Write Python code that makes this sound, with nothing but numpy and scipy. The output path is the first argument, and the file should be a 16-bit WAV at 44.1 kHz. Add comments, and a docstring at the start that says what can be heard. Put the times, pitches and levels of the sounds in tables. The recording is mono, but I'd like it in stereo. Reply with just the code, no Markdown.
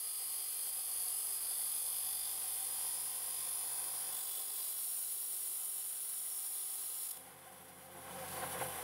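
"""A bright, pulsing hiss, close to a stereo microphone in a workshop: a steel rod, turning in a hand
drill, is ground on a spinning sanding disc. The same grit passes the rod on every turn, so the hiss
half repeats; the grip changes once, then the rod lifts off. Behind it a motor hums, its housing
rattles and its fan hisses; they swell at the end and, switched off, start to run down."""
import sys
import numpy as np
from scipy import signal
from scipy.fft import irfft
from scipy.io import wavfile
from scipy.ndimage import map_coordinates

SR = 44100
rng = np.random.default_rng(int(sys.argv[2]) if len(sys.argv) > 2 else 0)


def master(y):
    """Save y as 16-bit WAV."""
    cut = np.clip(np.atleast_2d(y).T, -1, 1)
    pcm = np.round(cut * 32767)  # scale
    wavfile.write(sys.argv[1], SR, pcm.astype(np.int16))


N = 389403
REGRIP_S, LIFT_S, OFF_S = 4.12, 7.114, 8.62
SWELL_S, SWELL_LENGTH_S = 7.9, .42
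FRAME, CUTOFF_HZ = 2048, 15730


def from_db(db):
    """Decibels to gain."""
    return 10 ** (np.asarray(db) / 20)


def rms_one(x):
    """Scale to rms 1."""
    return x / np.sqrt(np.mean(x ** 2) + 1e-20)


def in_time(rows):
    """Table columns as curves, one value a sample."""
    s, *columns = np.transpose(rows)
    return [np.interp(np.arange(N) / SR, s, c) for c in columns]


def ramp(start_s, length_s, s=None):
    """A straight rise from 0 to 1."""
    s = np.arange(N) / SR if s is None else s
    return np.clip((s - start_s) / length_s, 0, 1)


def since(start_s):
    """Seconds gone since a moment, 0 before it."""
    return np.maximum(np.arange(N) / SR - start_s, 0)


def bump(at_s, length_s):
    """A rounded hump of height 1."""
    return np.exp(-(2 * (np.arange(N) / SR - at_s) / length_s) ** 2)


def band(x, hz, kind="band"):
    """Filter without phase shift, so the band can be added or taken away."""
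    return signal.sosfiltfilt(signal.butter(2, hz, kind, fs=SR, output="sos"), x)


def drift(rate_hz):
    """Slow random wander of spread 1."""
    pole = np.exp(-80 * np.pi * rate_hz / SR)
    slow = signal.lfilter([1], [1, -2 * pole, pole * pole], rng.standard_normal(N // 40 + 2002))[2000:]
    return np.interp(np.arange(N) / 40, np.arange(len(slow)), rms_one(slow))


def field(hz, s, step_hz, step_s):
    """Random wander over pitch and time."""
    grid = np.meshgrid(hz / step_hz, s / step_s, indexing="ij")
    return map_coordinates(rng.standard_normal((500, 200)), grid, order=1, mode="nearest")


def repeating(turns_per_s, share, keep, slip_us, wear_hz=17000):
    """Two noises that come round each turn; part wears away, timing slips, fresh noise mixes in."""
    turns, mean_hz = np.cumsum(turns_per_s) / SR, np.mean(turns_per_s)
    size, count = 4096, int(turns[-1]) + 12
    orders = np.arange(int(16500 / mean_hz))
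    shape = (2, count, len(orders))   # a spectrum for every turn
    spectra = rng.standard_normal(shape) + 1j * rng.standard_normal(shape)
    worn = signal.lfilter([1], [1, -keep], spectra, axis=1) * np.sqrt(1 - keep ** 2)
    lasting = 1 / (1 + (orders * mean_hz / wear_hz) ** 2)   # fine detail wears fastest
    worn = (np.sqrt(lasting) * worn + np.sqrt(1 - lasting) * np.roll(spectra, 100, axis=1))[:, 10:]
    slip_turns = np.cumsum(rng.standard_normal(count - 10)) * slip_us * 1e-6 * mean_hz
    tracks = irfft(worn * np.exp(2j * np.pi * orders * slip_turns[:, None]), size).reshape(2, -1)
    repeated = np.array([rms_one(np.interp(turns * size, np.arange(len(t)), t)) for t in tracks])
    fresh = rng.standard_normal((2, N)) * np.sqrt(SR / 33000)
    return np.sqrt(share) * repeated + np.sqrt(1 - share) * fresh


def colour(slope, rings):
    """Left-right gains of mean power 1: a broad slope plus rounded resonances."""
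    hz, slope = np.maximum(np.fft.rfftfreq(FRAME, 1 / SR), 10), np.array(slope)
    power = from_db([np.interp(np.log(hz), np.log(slope[:, 0]), db) for db in slope.T[1:]]) ** 2
    for centre_hz, width_hz, *db in rings:
        power += from_db(db)[:, None] ** 2 / (1 + (2 * (hz - centre_hz) / width_hz) ** 2) ** 2
    power = power.reshape(-1, 2, len(hz), 1)
    return np.sqrt(power / np.mean(power[:, :, hz < CUTOFF_HZ], axis=(1, 2, 3), keepdims=True))


def likeness(table, hz, s):
    """Left-right likeness, 1 in step, -1 opposed; the last column holds after the regrip."""
    table = np.array(table)
    first, last = (np.interp(np.log(hz + 10), np.log(table[:, 0]), table[:, k]) for k in (1, -1))
    return np.where(s < REGRIP_S, first[:, None], last[:, None])


def at_microphone(pair, gain, ports_alike, patchy_db, patch_hz, patch_s, echo_share):
    """Colour a noise for the two ports; walls add it again, about a quarter cycle early or late."""
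    frames = dict(fs=SR, nperseg=FRAME, noverlap=FRAME * 3 // 4)
    hz, s, (mid, other) = signal.stft(pair, **frames)
    alike = likeness(ports_alike, hz, s)
    quarter_cycle = 1j * np.sign(field(hz, s, step_hz=250, step_s=9))
    echo = mid * quarter_cycle * np.exp(.3j * field(hz, s, step_hz=90, step_s=4))
    side = np.sqrt(echo_share) * echo + np.sqrt(1 - echo_share) * other
    ports = np.array([np.sqrt(1 + alike) * mid + sign * np.sqrt(1 - alike) * side for sign in (1, -1)])
    ports = ports * gain(hz, s) * from_db(patchy_db * field(hz, s, patch_hz, patch_s))
    return rms_one(signal.istft(ports, **frames)[1][:, :N])


# Broad colour of the motor at the microphone: f/Hz, left and right relative level/dB
HOUSING_COLOUR = [(300, -14.0, -11.0), (600, -13.0, -13.0), (1300, -13.0, -12.0), (2600, -16.0, -16.0),
                  (3800, -20.0, -18.0), (5600, -25.0, -20.0), (6500, -26.0, -22.0), (8000, -21.0, -18.0),
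                  (9000, -14.0, -15.0), (9900, -6.0, -10.0), (10900, -10.0, -13.0), (12200, -12.0, -12.0),
                  (13000, -19.0, -15.0), (15600, -19.0, -16.0)]
# Its resonances: f/Hz, width/Hz, left and right relative level/dB
HOUSING_RINGS = [(500, 60, -4, -2), (764, 110, -2, 1.5), (868, 35, -9, -5), (1022, 110, -7, -5),
                 (1095, 45, -6, -3), (1564, 200, -12, -8), (2050, 250, -16, -11), (3050, 90, -10, -10),
                 (3440, 130, -14, -11), (4780, 200, -21, -23), (5800, 300, -25, -19), (9150, 200, -20, -13)]
# The motor across the two ports: f/Hz, likeness
HOUSING_LIKENESS = [(60, 0.98), (150, 0.88), (380, 0.58), (950, 0.64), (2380, 0.058), (5980, 0.0062),
                    (15000, 0.19)]
def housing(noise, tilt, **room):
    """A noise, weighted by tilt(hz), takes on the resonances of the motor."""
    body = colour(HOUSING_COLOUR, HOUSING_RINGS)[0]
    return at_microphone(noise, lambda hz, s: body * tilt(hz)[:, None], HOUSING_LIKENESS, **room)


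def rattle_share(hz, crossover_hz=2440):
    """Share of power at each pitch: rattle below the crossover, fan above."""
    return 1 / (1 + (hz / crossover_hz) ** 4)


def fan():
    """Air hisses through the fan, swells, and fades after switch-off."""
    air = rng.standard_normal((2, N)) * from_db(.98 * drift(30))
    hiss = housing(air, lambda hz: np.sqrt(1 - rattle_share(hz)),
                   patchy_db=1.5, patch_hz=296, patch_s=.2, echo_share=.2)
    return from_db(-54.5 + 12 * ramp(SWELL_S, SWELL_LENGTH_S) - 3.5 * since(OFF_S)) * hiss


# Brief surges of the rattle: t/s, rise/dB, length/s
RATTLE_SURGES = [(8.25, 3, .03), (8.372, 4.5, .035), (8.447, 6, .065), (8.55, 6.5, .07), (8.618, 6.5, .045),
                 (8.655, 4, .03)]
def rattle(hum_hz, angle, level_db, bottom_hz=300):
    """The housing's rattle partly repeats at half the hum pitch and throbs at an eighth."""
    throb = from_db(.5 * np.sin(angle / 8 + .079) + 1.43 * drift(14))
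    shaking = throb * repeating(hum_hz / 2, share=.28, keep=.49, slip_us=56.7)
    rattling = housing(shaking, lambda hz: np.sqrt(rattle_share(hz)) * hz / np.hypot(hz, bottom_hz),
                       patchy_db=.8, patch_hz=118, patch_s=.37, echo_share=.39)
    surge_db = sum(db * bump(s, length_s) for s, db, length_s in RATTLE_SURGES)
    return from_db(level_db + surge_db) * rattling


# Partials around the hum's fundamental: multiple of its pitch, relative level/dB
MOTOR_PARTIALS = [(.61, -17), (1.57, -1), (2.0, -2), (2.13, -4), (3.0, -4), (4.0, -4), (5.0, -4), (6.0, 4)]
def hum(angle, fundamental_db, partials_db, waver_rad=.6, fade_db_per_s=25):
    """The motor hums in wavering partials, a little to the right, and fades after switch-off."""
    partials = 0
    for multiple, db in MOTOR_PARTIALS:
        gain = from_db(db + drift(5.2) + 2.7 * drift(8.7))
        partials += gain * np.sin(multiple * angle + waver_rad * drift(8.8) + rng.uniform(0, 2 * np.pi))
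    fundamental = from_db(fundamental_db + .58 * drift(5.5)) * np.sin(angle)
    fade = from_db(-fade_db_per_s * since(OFF_S))
    return (fundamental + from_db(partials_db) * partials) * fade * from_db([[-1.2], [1.2]])


# The shaking grows, is damped by a hand on the housing, then runs free:
# t/s, level/dB before the swell of rattle, hum fundamental, other partials
MOTOR_SHAKING = [(0, -66.5, -82, -99), (1.2, -60.5, -76, -90), (2.2, -60, -71, -84),
                 (3.1, -60.5, -71.5, -76.5), (4.1, -55.5, -73, -77.5), (4.27, -59.5, -89, -84),
                 (4.8, -66, -92, -82.5), (5.6, -69.5, -85.5, -83), (7.1, -64.5, -84, -87),
                 (7.19, -57, -74, -70.5), (7.86, -57, -69, -66.5)]
def motor(loaded_hz=87.4, free_hz=87.93, sag_hz_per_s=38):
    """The background: the motor speeds up slightly as the rod lifts, swells, then runs down."""
    rattle_db, fundamental_db, partials_db = in_time(MOTOR_SHAKING)
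    hum_hz = loaded_hz + (free_hz - loaded_hz) * ramp(LIFT_S, .146) - sag_hz_per_s * since(OFF_S)
    angle = 2 * np.pi * np.cumsum(hum_hz) / SR
    swell = ramp(SWELL_S, SWELL_LENGTH_S)
    humming = hum(angle, fundamental_db + 11.5 * swell, partials_db + 7.5 * swell)
    return humming + rattle(hum_hz, angle, rattle_db + 10 * swell) + fan()


# Tones of the loaded disc motor: multiple of the turn rate, level/dB
LOAD_TONES = [(8, -76), (9, -79), (15, -76), (16, -72), (23, -83), (24, -87), (26, -73), (27, -93)]
def load_tones(angle):
    """The disc motor sings faintly under load, until the rod lifts."""
    tones = sum(from_db(db + 1.2 * drift(3)) * np.sin(multiple * angle + rng.uniform(0, 2 * np.pi))
                for multiple, db in LOAD_TONES)
    return tones * (1 - ramp(LIFT_S, .19)) * from_db([[-1.1], [1.1]])


# Strength of the high spot's blows: t/s, level/dB
BLOW_LEVELS = [(0, -52), (1.4, -48.5), (2.8, -59), (4.14, -59), (4.66, -51), (4.8, -75)]
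def high_spot(turns, rod_hz=4925, t60_s=.035, strike_turn=.55):
    """A high spot of the disc strikes once a turn, unevenly, and rings one short mode of the rod."""
    at = np.flatnonzero(np.diff(np.floor(turns - strike_turn)))
    late_samples, uneven_db = 1.1 * rng.standard_normal((len(at), 2)).T
    blows = np.full(N, 1e-18)
    blows[np.clip(at + np.round(late_samples).astype(int), 0, N - 1)] = from_db(uneven_db)
    decay, step = from_db(-60 / (t60_s * SR)), 2 * np.pi * rod_hz / SR
    ring = signal.lfilter([0, np.sin(step)], [1, -2 * decay * np.cos(step), decay ** 2], blows)
    build_up = signal.butter(1, [rod_hz - 150, rod_hz + 150], "band", fs=SR, output="sos")
    return from_db(in_time(BLOW_LEVELS)[0]) * signal.sosfilt(build_up, ring) * from_db([[-1.5], [1.5]])


# Broad colour of rod and disc at the microphone, in each grip:
# f/Hz, relative level/dB for shallow left, shallow right, steep left, steep right
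FIRST_GRIP_COLOUR = [(130, -41, -39, -41, -39), (300, -50.0, -49.0, -50.0, -39.0),
                     (1200, -43.0, -48.0, -33.0, -32.0), (2400, -29.0, -30.0, -26.0, -26.0),
                     (3900, -24.0, -24.0, -31.0, -35.0), (5000, -23.0, -18.0, -20.0, -15.0),
                     (6000, -30.0, -29.0, -33.0, -26.0), (7200, -27.0, -31.0, -24.0, -29.0),
                     (8200, -15.0, -10.0, -21.0, -14.0), (9000, -17.0, -12.0, -16.0, -7.0),
                     (9700, -38.0, -50.0, -30.0, -36.0), (11000, -5.0, -11.0, -1.0, -12.0),
                     (12400, -14.0, -20.0, -17.0, -18.0), (13600, -22.0, -13.0, -12.0, -13.0),
                     (14600, -13.0, -20.0, -20.0, -19.0), (15600, -17.0, -15.0, -12.0, -11.0)]
SECOND_GRIP_COLOUR = [(130, -41, -39, -41, -39), (300, -47.0, -38.0, -50.0, -50.0),
                      (1200, -34.0, -39.0, -39.0, -44.0), (2400, -27.0, -28.0, -30.0, -30.0),
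                      (3900, -26.0, -21.0, -26.0, -23.0), (5000, -38.0, -24.0, -31.0, -25.0),
                      (6000, -30.0, -33.0, -41.0, -50.0), (7200, -24.0, -20.0, -27.0, -23.0),
                      (8200, -18.0, -19.0, -20.0, -21.0), (9000, -17.0, -8.0, -18.0, -8.0),
                      (9700, -7.0, -14.0, -7.0, -15.0), (11000, -10.0, -14.0, -12.0, -17.0),
                      (12400, -14.0, -15.0, -11.0, -12.0), (13600, -14.0, -12.0, -16.0, -13.0),
                      (14600, -17.0, -13.0, -17.0, -12.0), (15600, -14.0, -12.0, -16.0, -14.0)]
# Their resonances: f/Hz, width/Hz, the same four of level/dB
FIRST_GRIP_RINGS = [(380, 100, -30.0, -29.0, -26.0, -27.0), (510, 100, -31.0, -31.0, -27.0, -31.0),
                    (760, 130, -32.0, -25.0, -28.0, -16.0), (1020, 210, -49.0, -48.0, -18.0, -18.0),
                    (1170, 280, -25.0, -23.0, -26.0, -25.0), (1980, 460, -26.0, -30.0, -25.0, -27.0),
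                    (3150, 600, -27.0, -22.0, -23.0, -21.0), (3520, 290, -45.0, -17.0, -21.0, -15.0),
                    (3880, 210, -42.0, -43.0, -18.0, -18.0), (4150, 230, -20.0, -21.0, -20.0, -17.0),
                    (4550, 150, -18.0, -22.0, -18.0, -19.0), (4930, 140, -14.0, -13.0, -21.0, -28.0),
                    (5630, 110, -45.0, -24.0, -22.0, -17.0), (5810, 170, -30.0, -45.0, -20.0, -27.0),
                    (6050, 110, -28.0, -26.0, -22.0, -24.0), (6340, 150, -19.0, -28.0, -22.0, -22.0),
                    (6520, 280, -24.0, -18.0, -25.0, -25.0), (6930, 450, -24.0, -21.0, -22.0, -16.0),
                    (7470, 240, -39.0, -19.0, -26.0, -18.0), (8390, 110, -37.0, -5.0, -18.0, -6.0),
                    (9430, 320, -7.0, -8.0, -12.0, -12.0), (9780, 420, -5.0, -14.0, -1.0, -9.0),
                    (9810, 90, -30, -30, 2, -6), (10240, 310, -33.0, -11.0, -4.0, -14.0),
                    (10420, 90, 2, -8, -30, -30), (10520, 530, -0.0, -11.0, -17.0, -12.0),
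                    (12000, 320, -6.0, -11.0, -40.0, -41.0), (12430, 590, -20.0, -15.0, -16.0, -17.0),
                    (13170, 600, -9.0, -38.0, -16.0, -44.0), (14210, 180, -20.0, -14.0, -27.0, -14.0),
                    (14780, 80, -12.0, -19.0, -13.0, -36.0), (15020, 330, -22.0, -16.0, -13.0, -40.0)]
SECOND_GRIP_RINGS = [(390, 100, -27.0, -28.0, -30, -30), (520, 90, -29.0, -25.0, -38.0, -35.0),
                     (710, 250, -47.0, -28.0, -41.0, -31.0), (770, 70, -25.0, -19.0, -34.0, -37.0),
                     (1060, 290, -21.0, -24.0, -32.0, -48.0), (1230, 380, -36.0, -28.0, -25.0, -25.0),
                     (2080, 140, -35.0, -25.0, -32.0, -28.0), (2760, 220, -31.0, -23.0, -31.0, -23.0),
                     (3040, 130, -23.0, -22.0, -24.0, -30.0), (3440, 250, -15.0, -15.0, -23.0, -28.0),
                     (4060, 170, -22.0, -13.0, -45.0, -17.0), (4340, 130, -40.0, -21.0, -26.0, -19.0),
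                     (4820, 450, -17.0, -19.0, -25.0, -42.0), (5250, 350, -25.0, -19.0, -22.0, -20.0),
                     (5560, 190, -20.0, -15, -20.0, -14.0), (5880, 150, -22.0, -25.0, -20.0, -23.0),
                     (6020, 50, -22.0, -19.0, -23.0, -23.0), (6550, 200, -32.0, -17.0, -24.0, -16.0),
                     (6880, 400, -27.0, -15.0, -32.0, -20.0), (7100, 170, -26.0, -19.0, -17.0, -12.0),
                     (7490, 190, -26.0, -20.0, -18.0, -17.0), (7890, 150, -21.0, -13.0, -44.0, -15.0),
                     (8410, 120, -36.0, -12.0, -18.0, -16.0), (9200, 240, -9, -13, -6, -8),
                     (10450, 70, -6, -20, 0, -16), (10480, 580, -6.0, -34.0, -3.0, -20.0),
                     (11040, 530, -5.0, -13.0, -5.0, -10.0), (11370, 80, -7.0, -11.0, -8.0, -13.0),
                     (12200, 460, -7.0, -35.0, -9.0, -38.0), (14910, 390, -16.0, -15.0, -36.0, -12.0)]
# Each grip starts shallow (0) and tilts towards steep (1) or back: t/s, length/s, change
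ROD_TILTS = [(1.8, 1.0, 1), (4.66, .24, 1), (6.35, .25, -.4), (7.1, .05, -.6)]
def grip_colour(hz, s):
    """Tilting the rod blends the shallow and steep colours of whichever grip holds."""
    steep = sum(change * ramp(start_s, length_s, s) * ((start_s < REGRIP_S) == (s < REGRIP_S))
                for start_s, length_s, change in ROD_TILTS)
    first = colour(FIRST_GRIP_COLOUR, FIRST_GRIP_RINGS)
    second = colour(SECOND_GRIP_COLOUR, SECOND_GRIP_RINGS)
    shallow_gain, steep_gain = np.where(s < REGRIP_S, first, second)
    return shallow_gain ** (1 - steep) * steep_gain ** steep


EASE_OFF_S = .06
# Pressure of the rod, heard as loudness: t/s, level/dB
ROD_PRESSURE = [(0.0, -37.5), (0.68, -35.5), (2.27, -35.5), (3.7, -37), (4.26, -37.5), (4.8, -36.5),
                (5.87, -39), (7.1, -38)]
# The level dips or jumps briefly: t/s, change/dB, length/s
LEVEL_JOLTS = [(0.717, -4, 0.027), (0.84, -1.5, .1), (1.396, -3, 0.036), (2.38, -1.5, 0.089),
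               (4.476, -2, 0.14), (4.74, -1.5, .05), (7.112, 2.3, .012), (7.1725, 8, .007)]
def contact(second_grip, settle_s=.7, loose_share=.27, room_db_per_s=118):
    """Held loosely after the regrip and before the lift, the rod bounces more and less grit repeats."""
    loose = second_grip * (1 - ramp(REGRIP_S, settle_s))
    easing = ramp(LIFT_S - EASE_OFF_S, EASE_OFF_S)
    firm_share = np.where(second_grip, .48, .8)
    share = firm_share + (loose_share - firm_share) * np.sqrt(np.maximum(loose, easing))
    bounce_db = (.55 + 1.75 * loose + 5.5 * easing) * (1 - ramp(LIFT_S, .017))
    jolt_db = sum(db * bump(s, length_s) for s, db, length_s in LEVEL_JOLTS)
    # at the lift the hiss drops at once, then dies away in the room
    lift_db = 3 * easing + 1.5 * ramp(LIFT_S + .0033, .0067) + room_db_per_s * since(LIFT_S)
    return share, bounce_db, in_time(ROD_PRESSURE)[0] + jolt_db - lift_db


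def rasp_and_sizzle(hiss, angle, second_grip, rasp_hz=(2900, 4150), sizzle_hz=(8600, 9600)):
    """The rasp chatters four times a turn; in the second grip it calms and the sizzle beats each turn."""
    beat = .22 * second_grip * np.sin(angle + 2.9)
    chatter = 1 + np.where(second_grip, .075, .3) * np.sin(4 * angle + 1.2 * drift(1.5))
    thinning = from_db(-4 * bump(LIFT_S - EASE_OFF_S / 2, EASE_OFF_S))   # as the rod eases off
    return hiss + band(hiss, sizzle_hz) * beat + band(hiss, rasp_hz) * (thinning * chatter - 1)


# The grinding across the two ports: f/Hz, likeness in the first grip, in the second
HISS_LIKENESS = [(370, .9, .8), (560, .2, .5), (780, .9, .9), (1080, .4, .2), (1600, .5, .5),
                 (1900, -.1, .2), (2450, .4, -.2), (2890, 0, -.3), (3010, .4, .7), (3230, .3, -.1),
                 (3380, .4, .5), (3900, -.7, 0), (4090, -.8, -.3), (4350, .4, -.3), (4480, .8, .4),
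                 (4650, .6, -.4), (4840, .8, .6), (5030, .7, .3), (5250, -.3, -.3), (5750, 0, .1),
                 (5840, -.5, -.8), (6010, .4, -.1), (6760, -.6, -.5), (7600, 0, 0), (8200, -.8, .3),
                 (8870, -.1, -.3), (9070, .1, .6), (9800, .6, .3), (10150, -.1, -.1), (10400, .7, .1),
                 (10620, 0, -.2), (12270, .4, .3), (13250, -.5, 0), (13950, .4, .2), (14300, -.3, 0)]
def grinding(turns_per_s, angle):
    """Grit tears at the rod; the disc runs out of true, so pressure bounces; the hand trembles."""
    second_grip = since(REGRIP_S) > 0
    share, bounce_db, level_db = contact(second_grip)
    grit = repeating(turns_per_s, share, keep=.92, slip_us=16)
    # coarse grains chatter on the rod in the same order each turn
    coarse = band(grit, 6000, "low")
    chatter = np.sin(angle + 6.3) + np.sin(2 * angle + 4.6) + .52 * np.sin(3 * angle + 5.1)
    grit = grit - coarse + coarse * from_db(.4 * chatter)
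    bounce = np.sin(angle) + .43 * np.sin(2 * angle + 1.1) + .33 * np.sin(4 * angle + 1.9)
    tremble_db = .3 * drift(17) + .16 * drift(6)
    hiss = at_microphone(grit * from_db(bounce_db * bounce + tremble_db), grip_colour, HISS_LIKENESS,
                         patchy_db=2.6, patch_hz=45, patch_s=1.6, echo_share=.3)
    return from_db(level_db) * rasp_and_sizzle(hiss, angle, second_grip)


# Turn rate of the disc, sagging under the rod: t/s, f/Hz
DISC_SPEED = [(0, 48.64), (1.8, 48.62), (2.4, 48.49), (3.6, 48.55), (4.8, 48.47), (6.0, 48.13),
              (7.08, 48.05)]
def sanding_disc(start_turn=.62):
    """The foreground: the disc's turning paces the grinding, the load tones and the blows."""
    turns_per_s, = in_time(DISC_SPEED)
    turns = np.cumsum(turns_per_s) / SR
    angle = 2 * np.pi * (start_turn + turns)
    return grinding(turns_per_s, angle) + load_tones(angle) + high_spot(turns)


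def scene():
    """The rod on the disc in front, the motor behind."""
    return sanding_disc() + motor()


def record(dry):
    """The microphone thins the deep bass and cuts the top."""
    thin = signal.sosfilt(signal.butter(2, 60, "high", fs=SR, output="sos"), dry)
    return signal.sosfilt(signal.ellip(14, .3, 90, CUTOFF_HZ, fs=SR, output="sos"), thin)


dry = scene()
out = record(dry)
master(out)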